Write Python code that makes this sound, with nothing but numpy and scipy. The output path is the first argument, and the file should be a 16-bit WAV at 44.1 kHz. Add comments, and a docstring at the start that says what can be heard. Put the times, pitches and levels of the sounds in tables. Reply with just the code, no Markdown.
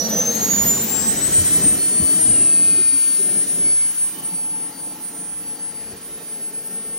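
"""Small jet turbine spooling up

A small jet turbine in a model aircraft spools up and settles at idle, heard by a hand-held phone that backs away.
The compressor (7 full, 7 splitter blades) whines on multiples of shaft speed, nicked by a sliding echo.
Filtered noise makes the jet, intake hiss, blade fizz, combustion roar and wash buffeting the ports;
decaying sines make low thumps, and a faint whistle, mostly falling, comes through in spells."""
import sys
import numpy as np
from scipy import signal
from scipy.fft import rfft, irfft, next_fast_len
from scipy.io import wavfile
from scipy.ndimage import uniform_filter1d, map_coordinates

SR = 44100
rng = np.random.default_rng(int(sys.argv[2]) if len(sys.argv) > 2 else 0)


def wav_out(sig):
    """Save sig, one row per channel (or a flat mono array), as 16-bit PCM at SR to the path in sys.argv[1]."""
    wavfile.write(sys.argv[1], SR, np.round(np.clip(np.atleast_2d(sig).T, -1, 1) * 32767).astype(np.int16))


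N = 307818
TOP_HZ = 15900  # band limit of the phone

# Phone position: time_s, place (0 by the engine, 1 leaning over, 2 in the open bay,
# 3 over the rim, 4 beside the fuselage, 5 a step back)
PLACE = [(0, 0), (.32, 0), (.42, 1), (1.08, 1), (1.2, 2), (3.75, 2), (3.85, 3), (4.2, 3), (4.3, 4),
         (4.9, 4), (5.65, 4.3), (6.0, 5), (7, 5)]
# The two microphone ports: freq_hz, likeness (0-1), left_lead_rad
PORTS = [(100, .85, .1), (300, .96, -.2), (600, .68, -1), (1000, .4, -1), (1500, .58, -.9), (2200, .65, .1),
         (3100, .52, .8), (4500, .35, .8), (6000, .4, 0), (6800, .4, 1.3), (7500, .75, 2.9),
         (8200, .98, 3.1), (11000, .97, 3.1), (11800, .6, 2.3), (12500, .5, 1.9), (14000, .52, 1.2),
         (15300, .7, .5)]


def amp(db):
    """dB to gain."""
    return 10 ** (np.asarray(db) / 20)


def unit(x):
    """Scaled to rms 1."""
    return x / np.sqrt(np.mean(x ** 2) + 1e-20)


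def along(freq_hz, values, hz):
    """Values given at freq_hz, interpolated at hz on a log axis."""
    return np.interp(np.log(hz + 1), np.log(np.asarray(freq_hz) + 1), values)


def track(time_s, values):
    """Breakpoints to one value per sample."""
    return np.interp(np.arange(N) / SR, time_s, values)


def wobble(knots_per_s):
    """Smooth random curve through normally distributed knots."""
    knots = rng.standard_normal(int(N * knots_per_s / SR) + 4)
    return map_coordinates(knots, [np.arange(N) * knots_per_s / SR])


def filtered(x, response):
    """x times a complex response of frequency."""
    size = next_fast_len(N + SR // 2)
    spectrum = rfft(x, size) * response(np.fft.rfftfreq(size, 1 / SR))
    return irfft(spectrum, size)[..., :N]


def shaped(points):
    """Gain function of a (freq_hz, density_db) spectrum."""
    return lambda hz: amp(along(*np.transpose(points), hz))


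def hollow(modes):
    """Gain function of resonances (centre, width, dB), each applied twice for steep skirts."""
    def gain(f):
        power = 0
        for centre, width, db in modes:
            resonance = f * width / (centre * centre - f * f + 1j * f * width)
            power = power + amp(2 * db) * np.abs(resonance) ** 4
        return np.sqrt(power)
    return gain


def rush(gain, patchy_db):
    """Noise of rms 1 at two partly alike ports, with long, narrow time-frequency patches of random gain."""
    grid = signal.stft(rng.standard_normal((2, N)), nperseg=512)[2]
    field = uniform_filter1d(rng.standard_normal(grid.shape[1:]), size=2, axis=0)
    field = uniform_filter1d(field, size=30, axis=1)
    pair = signal.istft(grid * amp(patchy_db * unit(field)), nperseg=512)[1][:, :N]
    freq_hz, likeness, lead_rad = np.transpose(PORTS)

    def mix(hz):
        angle = np.arccos(np.clip(along(freq_hz, likeness, hz), 0, 1)) / 2
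        return gain(hz) * [np.cos(angle), np.sin(angle)]

    def shift(hz):
        return np.exp(.5j * np.outer([1, -1], along(freq_hz, lead_rad, hz)))

    same, apart = filtered(pair, mix)
    return unit(filtered(np.array([same + apart, same - apart]), shift))


def tone(hz, gain, flicker_db, lead_rad=None):
    """Sine of rms gain at both ports, its level and phase flickering at random."""
    if lead_rad is None:
        lead_rad = along(*np.transpose(PORTS)[::2], hz)
    flicker = flicker_db * (wobble(60) + .8 * np.array([wobble(70), wobble(70)]))
    tremble_rad = 0.11 * flicker_db * (wobble(65) + np.array([wobble(55), wobble(50)]))
    phase = 2 * np.pi * np.cumsum(hz) / SR + [[.5], [-.5]] * lead_rad + tremble_rad
    return np.sqrt(2) * amp(flicker) * np.imag(gain * np.exp(1j * phase))


def scattered(share):
    """Complex gain at both ports of direct sound plus many weak, slowly rearranging reflections."""
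    per_s = 9
    shared = wobble(per_s) + 1j * wobble(per_s)
    own = np.array([wobble(per_s) + 1j * wobble(per_s) for port in range(2)])
    return (1 + share * (shared + .5 * own)) / np.sqrt(1 + 2 * share ** 2)


def thumps():
    """Air thumps on the ports: short swells of a sine that sags in pitch."""
    # onset_s (swell starts 5 ms earlier), peak_db, start_hz, phase_sag_per_s, rise_s
    thump_list = [(1.641, -17.5, 225, 3, 0.0074), (1.662, -21, 297, 0.5, 0.01),
                  (1.724, -24, 229, 3.3, .006), (2.0, -17.5, 235, 9.7, .007),
                  (2.016, -25, 100, 8.6, 0.0091), (2.3, -22.5, 188, 4.5, 0.0064),
                  (2.785, -31.5, 374, .3, 0.014), (2.922, -29.5, 284, 0.3, 0.025),
                  (3.19, -30, 392, .3, .016), (3.595, -30, 220, 15, 0.0065), (4.32, -34, 190, 1, 0.021),
                  (5.934, -37, 95, 6, 0.0062)]
    out, t = np.zeros(N + SR), np.arange(SR // 5) / SR
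    for onset_s, peak_db, start_hz, sag_per_s, rise_s in thump_list:
        swell = (t / rise_s) ** 2 * np.exp(2 - 2 * t / rise_s)
        cycles = start_hz * t / (1 + sag_per_s * t)
        first = round((onset_s - .005) * SR)
        out[first:][:len(t)] += amp(peak_db) * swell * np.sin(2 * np.pi * cycles)
    return out[:N]


def roar():
    """Combustion noise rung by fuselage hollows, coloured by place, over lumpy low-frequency wash buffeting."""
    # combustion roar before gust lift: time_s, level_db
    roar_level = [(0, -26.5), (0.68, -28.5), (1.3, -30.5), (1.5, -31), (1.65, -28), (1.77, -30),
                  (1.83, -34), (1.95, -32.5), (2.35, -31.5), (2.5, -34), (2.8, -34), (2.84, -43.5),
                  (3.05, -42.5), (3.18, -38), (3.3, -34.5), (3.55, -36.5), (3.73, -37), (3.79, -44.5),
                  (4.0, -45), (4.06, -40.5), (4.33, -40.5), (4.58, -39.5), (4.7, -41), (5.25, -41.5),
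                  (5.5, -42.5), (6.5, -41.5), (6.99, -40.5)]
    # steady buffeting: time_s, level_db
    wash_level = [(0, -42), (.5, -42), (.8, -42), (1.2, -47), (1.9, -46.5), (2.4, -48), (2.8, -55),
                  (3.0, -59), (3.87, -59), (3.94, -72), (4.1, -60), (5.0, -63), (6.1, -60), (7, -64)]
    # gusts of exhaust wash: centre_s, peak_db, length_s
    gusts = [(0.657, -41, 0.16), (1.145, -42.5, 0.37), (1.4, -36, 0.062), (1.614, -37, 0.17),
             (2.022, -32, 0.051), (2.32, -40.5, 0.12), (2.685, -51.5, 0.21), (2.95, -50, 0.037),
             (3.39, -54, 0.058), (3.65, -51, 0.07), (3.868, -55, 0.056), (2.6, -56, 0.48), (5.8, -62, 0.4),
             (5.96, -53, .08), (6.39, -56, 0.047), (6.585, -58, 0.05), (6.912, -61, 0.052)]
    # buffeting spectrum: freq_hz, relative density_db
    buffet_spectrum = [(15, -34), (30, -15), (60, -4.5), (100, -0.5), (140, -2.5), (250, -35.5)]
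    # fuselage hollows: centre_hz, width_hz of one pass, relative level_db at places 0 to 5
    hollows = [(176, 75, -5.5, -7, -1, -1, -1, -4), (217, 74, -0.5, 0.5, -7.5, -7.5, -13, -0.5),
               (290.5, 78, -15, -10.5, 2, 1, 1, -2), (388, 97, -13, -8, -3.5, -10, -17, -2),
               (452, 70, -8.5, -14, -18, -10.5, -8, 1.5), (494.5, 67, -2, -8.5, -10, -15, -9.5, -12),
               (615, 168, -5.5, -16, -8.5, -12.5, -14, -9), (723, 187, -18, -13, -14.5, -14, -9.5, -9.5),
               (867, 71, -11.5, -12, -17.5, -4, -1, -4.5), (1097, 82, -16.5, -15.5, -20.5, -7, -14.5, -15),
               (1327, 45, -24, -28, -17.5, -19, -9, -9.5), (1843, 97, -17, -19, -15, -11, -18, -10.5),
               (3017, 160, -28, -25, -15.5, -6, -19.5, -18.5)]
    roar_db_per_gust_db = 0.076  # gust dB over the steady buffeting

    t = np.arange(N) / SR
    steady = amp(track(*np.transpose(wash_level)))
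    buffet = steady.copy()
    for centre_s, peak_db, length_s in gusts:
        buffet += amp(peak_db) * np.exp(-2 * ((t - centre_s) / length_s) ** 2)

    place = track(*np.transpose(PLACE))
    centre_hz, width_hz, *levels_db = np.transpose(hollows)
    body = 0
    for k, level_db in enumerate(levels_db):
        nearness = np.sqrt(np.clip(1 - abs(place - k), 0, 1))
        modes = list(zip(centre_hz, width_hz, level_db))
        body = body + nearness * rush(hollow(modes), patchy_db=0.2)
    body = body * amp([[.8], [-.8]] + 1.02 * wobble(14)) * (buffet / steady) ** roar_db_per_gust_db
    lumps = amp(0.97 * wobble(10)) * rush(shaped(buffet_spectrum), patchy_db=3.0)
    return amp(track(*np.transpose(roar_level))) * body + buffet * unit(lumps)


def airflow():
    """Jet, intake hiss and blade fizz as shaped noise; the jet crossfades to a duller one outside the bay."""
    # time_s, jet_db, hiss_db, fizz_db
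    air_levels = [(0.0, -31.5, -38, -46), (0.6, -30.5, -27.5, -35), (1.55, -31, -25.5, -31.5),
                  (1.8, -34.5, -32, -35), (2.16, -35.5, -32.5, -36), (2.26, -35.5, -35, -38),
                  (2.36, -35.5, -47, -50), (2.9, -36.5, -45, -48), (3.02, -36, -35.5, -39),
                  (3.57, -38.5, -36.5, -38), (3.66, -38.5, -40, -47), (3.84, -39.5, -41, -48),
                  (3.92, -40, -38, -36.5), (4.4, -44.5, -46, -41.5), (5.39, -45.5, -45.5, -46.5),
                  (6.13, -45.5, -48, -47), (6.99, -46, -50, -48)]
    # spectra: freq_hz, relative density_db
    near_jet_spectrum = [(500, -32), (950, -10.5), (1300, -4), (1900, -8), (2400, -8.5), (3000, -7.5),
                         (3400, -5), (4200, -1.5), (5500, -1.5), (6500, 0.5), (8000, -13)]
    far_jet_spectrum = [(500, -53), (1000, -1.5), (1230, -4), (1600, -2.5), (2050, -3.5), (2400, -5),
                        (3000, -4.5), (3400, -6), (4400, -6), (5500, -4.5), (6500, -6.5), (8000, -24)]
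    hiss_spectrum = [(4500, -40), (5800, -7), (7000, -3), (8500, 0), (10000, -3), (11700, -7), (13500, -40)]
    fizz_spectrum = [(10500, -65), (11800, 0), (13000, 12.5), (14500, 4), (15700, 4.5)]

    time_s, jet_db, hiss_db, fizz_db = np.transpose(air_levels)
    outside = np.clip(track(*np.transpose(PLACE)) / 4, 0, 1)
    near = np.sqrt(1 - outside) * rush(shaped(near_jet_spectrum), patchy_db=3.5)
    far = np.sqrt(outside) * rush(shaped(far_jet_spectrum), patchy_db=1.8)
    jet = (near + far) * amp(track(time_s, jet_db) + .4 * wobble(6) + [[-.4], [.4]])
    hiss = amp(track(time_s, hiss_db) + wobble(8)) * rush(shaped(hiss_spectrum), patchy_db=1.5)
    fizz = amp(track(time_s, fizz_db) + wobble(9)) * rush(shaped(fizz_spectrum), patchy_db=2)
    return jet + hiss + fizz


def whistle():
    """Thin, mostly falling tone in spells, probably the starter motor coasting."""
    # time_s, pitch_hz
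    pitch = [(2.15, 3080), (2.24, 2960), (2.434, 2694), (2.65, 2523), (3.0, 2398), (3.32, 2305),
             (3.69, 2204), (3.78, 2180), (3.9, 2222)]
    # spells in which it comes through: start_s, end_s, level_db
    spells = [(2.2, 2.26, -51), (2.3, 2.93, -45.5), (2.96, 3.05, -51), (3.3, 3.37, -52), (3.645, 3.69, -45),
              (3.785, 3.85, -48.5)]
    edge_db_per_s = 500
    t = np.arange(N) / SR
    gain = 0
    for start_s, end_s, level_db in spells:
        outside_s = np.maximum(0, np.maximum(start_s - t, t - end_s))
        gain = gain + amp(level_db - edge_db_per_s * outside_s)
    return tone(track(*np.transpose(pitch)), gain * amp([[1.2], [-1.2]]), flicker_db=1.8)


def sliding_echo():
    """Echo lag (cycles of the whine) and strength, sliding as pitch and phone move."""
    # time_s, lag_cycles, strength (0-1)
    echo_points = [(0.0, 0.0, 0.0), (0.036, 0.5, 0.48), (0.086, 1.5, 0.97), (0.167, 2.5, 0.02),
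                   (0.244, 3.5, 0.42), (0.344, 4.5, 0.34), (0.393, 5.5, 0.41), (0.478, 6.5, 0.51),
                   (0.562, 7.5, 0.25), (0.649, 8.5, 0.85), (0.761, 9.5, 0.19), (0.856, 10.5, 0.51),
                   (1.021, 11.5, 0.0), (1.161, 12.5, 0.82), (1.204, 13.5, 0.54), (1.303, 14.5, 0.72),
                   (1.438, 15.5, 0.53), (1.499, 16.5, 0.33), (1.598, 17.5, 0.53), (1.774, 18.5, 0.37),
                   (1.952, 19.5, 0.24), (2.013, 20.5, 0.26), (2.203, 21.5, 0.13), (2.263, 21.95, 0.23),
                   (3.398, 22.05, 0.97), (3.462, 22.5, 0.85), (3.569, 23.5, 0.26), (3.639, 23.95, 0.15),
                   (3.879, 24.05, 0.66), (3.944, 24.5, 0.58), (4.119, 25.5, 0.01), (4.173, 26.5, 0.4),
                   (4.213, 27.5, 0.72), (4.303, 28.5, 0.24), (4.363, 28.95, 0.97), (4.662, 29.05, 0.82),
                   (4.734, 29.5, 0.48), (4.804, 29.95, 0.97), (4.923, 30.05, 0.0), (4.996, 30.5, 0.56),
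                   (5.125, 31.5, 0.34), (5.275, 32.5, 0.03), (5.437, 33.5, 0.28), (5.577, 34.5, 0.78),
                   (5.732, 35.5, 0.48), (5.775, 35.95, 0.72), (5.901, 36.05, 0.0), (5.952, 36.5, 0.69),
                   (5.997, 37.5, 0.55), (6.098, 38.5, 0.23), (6.199, 39.5, 0.37), (6.244, 39.95, 0.0),
                   (6.328, 40.05, 0.97), (6.395, 40.5, 0.44), (6.518, 41.5, 0.8), (6.631, 42.5, 0.4),
                   (6.699, 43.5, 0.3), (6.828, 44.5, 0.29), (6.98, 45.0, 0.0)]
    time_s, lag_cycles, strength = np.transpose(echo_points)
    return track(time_s, lag_cycles), track(time_s, strength)


def whine(shaft_hz, lag_cycles, strength, moving):
    """Passing tone of all 14 blades, cancelled by the echo near half-cycle lags, plus haze and neighbours."""
    # crests of the tone: time_s, left_db, right_db, left_lead_rad, left_extra_lag_cycles (echo)
    crests = [(0.0, -26.7, -15.9, 6.41, -0.06), (0.122, -24.8, -22.9, 1.07, 0.05),
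              (0.2, -17.7, -16.8, 0.47, -0.09), (0.294, -17.3, -18.7, 0.31, 0.14),
              (0.372, -18.2, -29.3, -0.57, -0.1), (0.437, -18.3, -17.8, -2.11, -0.15),
              (0.519, -20.6, -13.6, 0.71, -0.15), (0.609, -17.9, -12.9, 1.96, 0.13),
              (0.713, -14.2, -12.9, 1.21, -0.04), (0.821, -22.9, -23.4, 1.69, -0.02),
              (0.95, -15.5, -43.3, 3.4, -0.15), (1.095, -19.3, -13.5, 3.0, -0.12),
              (1.18, -19.1, -21.6, 3.91, 0.15), (1.252, -12.9, -21.7, 3.98, 0.15),
              (1.367, -10.3, -11.4, 3.01, -0.15), (1.464, -14.9, -15.0, 3.36, 0.1),
              (1.549, -11.9, -12.6, 3.33, 0.08), (1.691, -10.9, -12.3, 3.15, 0.01),
              (1.863, -17.4, -16.0, 2.69, -0.11), (1.983, -11.0, -16.0, 2.87, 0.04),
              (2.118, -12.2, -16.5, 2.85, 0.08), (2.245, -11.2, -15.8, 2.46, 0.01),
              (2.375, -11.8, -13.8, 2.59, 0.08), (2.625, -12.2, -13.2, 2.52, -0.08),
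              (2.839, -12.6, -15.2, 2.71, -0.02), (3.125, -13.9, -17.9, 2.79, 0.0),
              (3.375, -14.9, -19.7, 2.43, -0.02), (3.432, -14.1, -13.9, 2.38, -0.09),
              (3.515, -16.9, -20.6, 2.5, 0.03), (3.597, -13.8, -16.0, 2.83, -0.08),
              (3.759, -13.9, -14.5, 2.82, 0.01), (3.921, -16.4, -19.5, 2.69, 0.04),
              (4.041, -15.8, -16.2, 2.7, 0.15), (4.151, -34.7, -29.7, 2.17, -0.15),
              (4.265, -21.1, -22.1, 2.63, 0.15), (4.345, -24.1, -21.2, 2.74, 0.15),
              (4.525, -22.1, -24.0, 3.05, -0.03), (4.704, -24.3, -30.0, 2.42, 0.09),
              (4.764, -28.9, -36.8, 1.78, -0.01), (4.859, -26.7, -26.2, 2.0, -0.15),
              (4.954, -33.1, -31.5, 2.91, -0.12), (5.049, -30.1, -26.3, 2.46, 0.07),
              (5.188, -29.4, -29.7, 1.61, -0.15), (5.345, -28.1, -25.1, 2.91, 0.14),
              (5.505, -24.2, -26.8, 2.79, -0.01), (5.655, -22.6, -27.5, 2.55, -0.11),
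              (5.757, -24.6, -29.2, 2.66, 0.01), (5.839, -29.3, -33.0, 3.15, 0.02),
              (5.921, -33.5, -35.7, 2.37, -0.03), (6.036, -36.5, -32.8, 2.58, 0.15),
              (6.141, -28.4, -29.4, 2.89, -0.11), (6.226, -38.7, -31.9, 3.36, -0.13),
              (6.298, -30.1, -29.8, 1.82, -0.11), (6.37, -22.9, -24.6, 3.08, -0.03),
              (6.46, -24.7, -25.5, 2.61, -0.03), (6.575, -23.9, -25.1, 2.62, -0.07),
              (6.665, -25.8, -29.0, 2.58, -0.02), (6.765, -23.4, -25.4, 2.46, 0.01),
              (6.905, -25.5, -27.3, 2.41, 0.02), (6.98, -24.7, -27.2, 2.77, 0.02)]
    # faint tones of unequal blades: shaft_order, level_db relative to the crests
    neighbours = [(12, -43), (15, -40)]
    haze_db, haze_per_s = -25.5, 250  # relative to crests, per quadrature

    time_s, left_db, right_db, lead_rad, skew_cycles = np.transpose(crests)
    crest = amp([track(time_s, left_db), track(time_s, right_db)])
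    port_lag = lag_cycles + [[.5], [-.5]] * track(time_s, skew_cycles)
    echo = strength * np.exp(-2j * np.pi * port_lag)
    # a narrow band of faint noise surrounds the whine
    haze = amp(haze_db + 5.2 * wobble(12)) * (wobble(haze_per_s) + 1j * wobble(haze_per_s))
    gain = crest * ((1 + echo) / (1 + strength) * scattered(.03 * moving) + haze)
    out = tone(14 * shaft_hz, gain, flicker_db=.65, lead_rad=track(time_s, lead_rad))
    for order, level_db in neighbours:
        out += tone(order * shaft_hz, crest * amp(level_db) * scattered(.5), flicker_db=1.3)
    return out


def other_orders(shaft_hz, moving):
    """Compressor tones on shaft orders 7, 21 and 28 (second harmonic of the whine), muted above the band."""
    # each: time_s, level_db
    order_7 = [(0, -66), (.35, -62), (.54, -50), (.67, -57), (.8, -48), (.85, -60), (.9, -51), (1.0, -62),
               (1.03, -52), (1.11, -57), (1.22, -46), (1.38, -60), (1.55, -55), (1.62, -66), (1.76, -56),
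               (1.79, -36), (1.85, -39), (1.88, -52), (1.91, -41), (2.03, -40), (2.045, -45), (2.07, -39),
               (2.12, -41), (2.2, -49), (2.23, -64), (2.43, -56), (2.48, -45), (2.64, -43), (2.675, -50),
               (2.71, -43), (3.1, -42), (3.16, -47), (3.22, -58), (3.6, -64), (3.66, -44), (3.74, -41),
               (3.78, -60), (3.83, -46), (3.94, -56), (3.98, -51), (4.11, -72), (4.2, -55), (4.37, -49),
               (4.44, -54), (4.47, -72), (4.52, -50), (4.57, -58), (4.63, -53), (4.69, -70), (4.73, -49),
               (4.79, -48), (4.83, -58), (4.88, -56), (4.93, -50), (5.0, -72), (5.04, -54), (5.08, -54),
               (5.12, -72), (5.2, -59), (5.4, -60), (5.44, -52), (5.55, -55), (5.58, -48), (5.62, -55),
               (5.8, -50), (5.84, -60), (5.88, -53), (6.0, -55), (6.13, -61), (6.3, -56), (6.4, -56),
               (6.64, -58), (6.7, -72), (6.8, -58), (6.92, -57), (6.98, -68)]
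    order_21 = [(0, -56), (.13, -49), (.28, -64), (.5, -42), (.58, -55), (.75, -39), (.94, -62),
                (1.12, -60), (1.18, -41), (1.38, -58), (1.54, -36), (1.66, -43), (1.75, -33), (1.92, -50),
                (2.01, -41), (2.13, -50), (2.2, -44), (2.31, -57), (2.37, -50), (2.46, -64), (2.53, -48),
                (2.9, -45), (3.12, -39), (3.38, -43), (3.44, -60), (3.51, -43), (3.61, -54), (3.7, -47),
                (4.02, -46), (4.1, -62), (4.16, -50), (4.38, -51), (4.45, -64), (4.57, -55), (4.85, -57),
                (4.99, -48), (5.16, -47), (5.24, -62), (5.4, -48), (5.6, -53), (5.65, -62), (5.73, -52),
                (6.0, -55), (6.07, -44), (6.13, -60), (6.2, -48), (6.46, -47), (6.56, -56), (6.64, -47),
                (6.76, -47), (6.8, -60), (6.86, -50), (6.98, -52)]
    order_28 = [(0, -29), (.075, -33), (.105, -26), (.15, -33), (.17, -28), (.195, -29), (.215, -42),
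                (.23, -35), (.25, -44), (.265, -31), (.34, -34), (.36, -26.5), (.395, -38), (.43, -25),
                (.47, -29), (.51, -25), (.585, -29), (.605, -38), (.62, -26.5), (.655, -19), (.71, -22),
                (.74, -33), (.755, -28), (.775, -34), (.845, -21), (.87, -35), (.91, -24), (.945, -28),
                (.96, -38), (.97, -30), (.985, -39), (1.025, -36), (1.04, -48), (1.085, -29), (1.1, -45),
                (1.122, -36), (1.17, -68)]
    out = 0
    for order, level in ((7, order_7), (21, order_21), (28, order_28)):
        in_band = order * shaft_hz < TOP_HZ
        gain = amp(track(*np.transpose(level))) * scattered(.08 * moving) * in_band
        out = out + tone(order * shaft_hz, gain, flicker_db=1.3)
    return out


def compressor():
    """All blade tones locked to one shaft speed, scattered more while the echo slides."""
    # time_s, shaft_hz
    shaft_speed = [(0.0, 415.5), (0.11, 427.4), (0.63, 492.1), (1.09, 552.2), (1.27, 574.5), (1.38, 586.5),
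                   (1.57, 603.7), (1.83, 624.3), (1.92, 630.3), (2.15, 641.1), (2.35, 645.9), (2.52, 648.5),
                   (2.87, 651.1), (3.75, 654.5), (4.75, 654.1), (5.31, 657.2), (6.22, 658.0), (6.98, 661.3)]
    full_scatter_cycles_per_s = 3.6  # echo slide at which the moving phone scatters tones fully
    shaft_hz = track(*np.transpose(shaft_speed)) + .12 * wobble(12)
    lag_cycles, strength = sliding_echo()
    slide_cycles_per_s = np.gradient(lag_cycles) * SR
    moving = uniform_filter1d(np.clip(slide_cycles_per_s / full_scatter_cycles_per_s, 0, 1), size=4000)
    return whine(shaft_hz, lag_cycles, strength, moving) + other_orders(shaft_hz, moving)


def scene():
    """Everything at the two ports."""
    return thumps() + roar() + airflow() + whistle() + compressor()


def record(dry):
    """The phone keeps nothing above its band limit."""
    return filtered(dry, lambda hz: hz < TOP_HZ)


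dry = scene()
out = record(dry)
wav_out(out)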